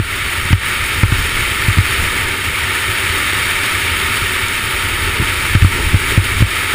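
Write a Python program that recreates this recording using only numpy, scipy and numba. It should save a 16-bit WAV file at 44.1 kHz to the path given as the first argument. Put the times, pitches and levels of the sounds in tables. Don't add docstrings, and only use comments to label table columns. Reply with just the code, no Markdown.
import sys
import numpy as np
from scipy import signal
from scipy.fft import rfft, irfft
from scipy.io import wavfile
from scipy.ndimage import uniform_filter1d
from numba import njit

SR = 44100
rng = np.random.default_rng(int(sys.argv[2]) if len(sys.argv) > 2 else 0)


def store_pcm(level_fs):
    pcm = np.round(np.clip(level_fs, -1, 1) * 32767).astype(np.int16)
    wavfile.write(sys.argv[1], SR, np.atleast_2d(pcm).T)


N = 297234
T = np.arange(N) / SR
BINS = np.maximum(np.fft.rfftfreq(N, 1 / SR), 1)

# (frequency [Hz], level [dB])
STEEL_COLOUR = [(90, -25), (170, -13), (280, -12.5), (500, -14.5), (720, -19.5), (1050, -16.5),
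                (1500, -8.5), (2100, -2.5), (2800, -7), (4200, -18.5), (5400, -20.5), (7500, -21),
                (9700, -18), (14500, -21.5)]
# (frequency [Hz], width [Hz], lift [dB])
FRAME_MODES = [(377, 71, 6.5), (909, 101, 8.5), (1275, 320, 8.5), (1780, 174, 3), (2265, 156, 3),
               (3133, 150, 4), (3710, 420, 5), (4510, 146, 6), (8310, 270, 5), (8970, 510, 4.5),
               (9780, 430, 6.5), (14300, 560, 6)]


def undb(db):
    return 10 ** (np.asarray(db) / 20)


def slope(points):
    hz, db = np.transpose(points)
    return np.interp(np.log(BINS), np.log(hz), db)


def humps(modes):
    return sum(db * .5 ** ((2 * (BINS - hz) / width) ** 2) for hz, width, db in modes)


def colour(x, db):
    cepstrum = irfft(np.log(undb(db)), N)
    cepstrum[1:N // 2] *= 2
    cepstrum[N // 2 + 1:] = 0
    response = irfft(np.exp(rfft(cepstrum)), N)[:SR // 2]
    return signal.fftconvolve(x, response)[:N]


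def unit(x, lo, hi):
    band = rfft(x) * (BINS > lo) * (BINS < hi)
    return x / np.std(irfft(band, N))


def walk(rate):
    k = max(int(SR / rate), 2)
    steps = np.repeat(rng.standard_normal(N // k + 1), k)[:N]
    slewed = uniform_filter1d(steps, k)
    return slewed / np.std(slewed)


def decay(start_s, fall_s):
    return (T > start_s) * np.exp(-np.minimum(np.abs(T - start_s) / fall_s, 50))


def runners(scrape_db, grain_db=1.5, grain_rate=6000, chatter_db=0.35, judder_db=0.5,
            sway_db=0.07, flicker_db=0.6):
    falls = rng.random(N) < grain_rate / SR
    sizes = undb(grain_db * np.minimum(rng.exponential(size=N), 4))
    cracks = falls * rng.standard_normal(N) * sizes
    friction = cracks / np.std(cracks) + undb(3.5) * rng.standard_normal(N)
    pressure = undb(chatter_db * walk(170) + judder_db * walk(32) + sway_db * walk(12))
    steel = colour(friction * pressure, slope(STEEL_COLOUR) + humps(FRAME_MODES))
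    steel = unit(steel, 1100, 4000)
    spray = irfft(rfft(steel) / (1 + (5500 / BINS) ** 6), N)
    spray_db = -1.7
    spray_gain = undb(spray_db + flicker_db * walk(60))
    return (steel + spray * (spray_gain - 1)) * undb(scrape_db)


def rumble(shake_db, boom_hz=89, boom_width_hz=44, jolt_db=2.0, jolt_rate=18):
    # (frequency [Hz], level [dB])
    ruts = [(8, -10.5), (22, 2.5), (45, -0.5), (70, 4), (100, -2.5), (140, -19.5), (250, -15.5), (600, -34)]
    jolts = undb(jolt_db * walk(jolt_rate))
    shake = unit(colour(rng.standard_normal(N) * jolts, slope(ruts)), 25, 130)
    detuning = (BINS - boom_hz ** 2 / BINS) / boom_width_hz
    boom = colour(rng.standard_normal(N) * jolts, -20 * np.log10(1 + detuning ** 2))
    boom_db = -27 + 0.27 * (shake_db + 27.5)
    return shake * undb(shake_db) + boom / np.std(boom) * undb(boom_db)


def shove(start_s, length_ms):
    pulse = np.sin(np.pi * np.clip((T - start_s) * 10 ** 3 / length_ms, 0, 1))
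    return pulse / pulse.sum()


def thumps(rattle_s=0.0036, boom_top_hz=370, rattle_db=2, rattle_low_hz=1300, rattle_top_hz=1700):
    # (time [s], blow [dB], contact time [ms],
    # frame rattle relative to the blow, before the common rattle_db [dB])
    bumps = [(0.000, 3, 0.5, -19), (0.506, -4, 2, -25), (0.5292, 10.5, 1.8, -9.5), (1.0332, 7.5, 1.3, -11),
             (1.122, -1, 1.8, -13), (1.683, -1.5, 2.5, -17), (1.772, -5, 2.8, -20), (1.785, 4, 1.75, -13),
             (4.219, -14, 3.5, -22), (5.198, -4.5, 3.2, -21), (5.224, -7, 1.1, -11),
             (5.5516, 6.5, 1.3, -11), (5.621, 7.5, 5.6, -21), (5.646, 4, 1.5, -17), (5.931, -9, 2.3, -18),
             (5.943, 3.5, 1.5, -15), (6.1769, 7, 1.4, -15), (6.405, -3.5, 2.6, -14), (6.423, 8, 1.3, -12)]
    # (frequency [Hz], level [dB], time to fall 60 dB [s])
    shell_modes = [(56, -13, 0.2), (95.2, -2, 0.1), (181, -10, 0.023), (304, -7.5, 0.027)]
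    drop_ms, drop_db = 5.9, -5
    push, contact = np.zeros(N), np.zeros(N)
    for s, db, contact_ms, frame_db in bumps:
        lift = shove(s, contact_ms)
        drop = undb(drop_db) * shove(s + contact_ms / 10 ** 3, drop_ms)
        push += undb(db) * (lift - drop)
        contact += undb(db + frame_db) * decay(s, rattle_s)
    t = T[:SR // 2]
    ring = sum(undb(db) * np.cos(2 * np.pi * hz * t) * np.exp(-np.log(1000) * t / t60)
               for hz, db, t60 in shell_modes)
    boom = signal.fftconvolve(push, ring)[:N]
    boom = irfft(rfft(boom) / (1 + (BINS / boom_top_hz) ** 6), N)
    band_loss = (1 + (BINS / rattle_top_hz) ** 4) * (1 + (rattle_low_hz / BINS) ** 2)
    frame = slope(STEEL_COLOUR) + humps(FRAME_MODES) - 10 * np.log10(band_loss)
    rattle = colour(contact * rng.standard_normal(N), frame)
    rattle /= np.sqrt(np.mean(undb(frame) ** 2))
    return boom + undb(rattle_db) * rattle


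def groan(rough_db=2, top_hz=1100):
    # (middle [s], half length, down to 1/e [s], level [dB])
    skids = [(2.22, 0.25, -30.5), (5.1, 0.33, -31.5), (5.21, 0.021, -26), (5.8, 0.056, -25),
             (6.1, 0.27, -31.5)]
    # (frequency [Hz], width [Hz], lift [dB])
    groan_modes = [(356, 275, 21.5), (910, 170, 19.5)]
    load = sum(undb(db) * np.exp(-((T - s) / half) ** 2) for s, half, db in skids)
    skid = rng.standard_normal(N) * undb(rough_db * walk(40))
    frame = colour(skid, humps(groan_modes) - 10 * np.log10(1 + (BINS / top_hz) ** 4))
    return load * frame / np.std(frame)


def chips(snap_s=0.001):
    # (time [s], burst level before colouring [dB])
    snaps = [(3.43, -14), (4.484, -9), (4.534, -15), (6.242, -9)]
    burst = sum(undb(db) * decay(s, snap_s) for s, db in snaps)
    bright = slope([(500, -18), (2500, 3), (5500, 3), (9000, -3), (15000, -16)])
    return colour(burst * rng.standard_normal(N), bright)


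def scene():
    # (time [s], scrape level at 1.1-4 kHz [dB])
    bite = [(0, -19.5), (.52, -19.5), (.7, -18), (.79, -19), (.92, -18.5), (2.1, -17.5), (2.45, -18.8),
            (2.8, -17.5), (3.8, -16.4), (4.5, -18), (5.2, -19), (5.4, -17.5), (5.85, -19.5), (6.1, -17),
            (6.35, -19), (6.68, -17.5)]
    # (time [s], level at 25-130 Hz [dB])
    shaking = [(.25, -29), (1.15, -26), (1.41, -19), (1.52, -28.5), (2.05, -24), (2.6, -36), (3.1, -33.5),
               (4.6, -29.5), (5.1, -26), (5.38, -29), (5.76, -17), (6.05, -24.5), (6.35, -23.5),
               (6.55, -31)]
    scrape_db = np.interp(T, *np.transpose(bite))
    shake_db = np.interp(T, *np.transpose(shaking))
    sled = runners(scrape_db) + rumble(shake_db) + thumps() + groan() + chips()
    return np.array([sled, sled])


@njit
def follow(over_db, attack, hold, fall_db, start_db):
    out, duck, wait = np.empty(len(over_db)), start_db, hold
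    for i in range(len(over_db)):
        if over_db[i] > duck:
            duck, wait = duck + (over_db[i] - duck) * attack, hold
        elif wait > 0:
            wait -= 1
        else:
            duck = max(duck - fall_db, 0.)
        out[i] = duck
    return out


def record(dry, limit_db=1.05, attack_s=0.0011, hold_s=0.033, release_db_per_s=80,
           start_duck_db=7.0, lookahead_s=0.0011):
    # (frequency [Hz], width [Hz], depth as negative lift [dB])
    port = [(6002, 333, -20), (11976, 1216, -54)]
    heard = np.array([colour(channel, humps(port)) for channel in dry])
    level_db = 20 * np.log10(np.abs(heard).max(axis=0) + 1e-9)
    over_db = np.maximum(level_db - limit_db, 0)
    duck_db = follow(over_db, 1 / (attack_s * SR), float(hold_s * SR),
                     release_db_per_s / SR, float(start_duck_db))
    ducked = heard * undb(-np.interp(T + lookahead_s, T, duck_db))
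    lowpass = signal.ellip(12, .1, 80, 15350, fs=SR, output="sos")
    return signal.sosfilt(lowpass, np.clip(ducked, -1, 1))


dry = scene()
out = record(dry)
store_pcm(out)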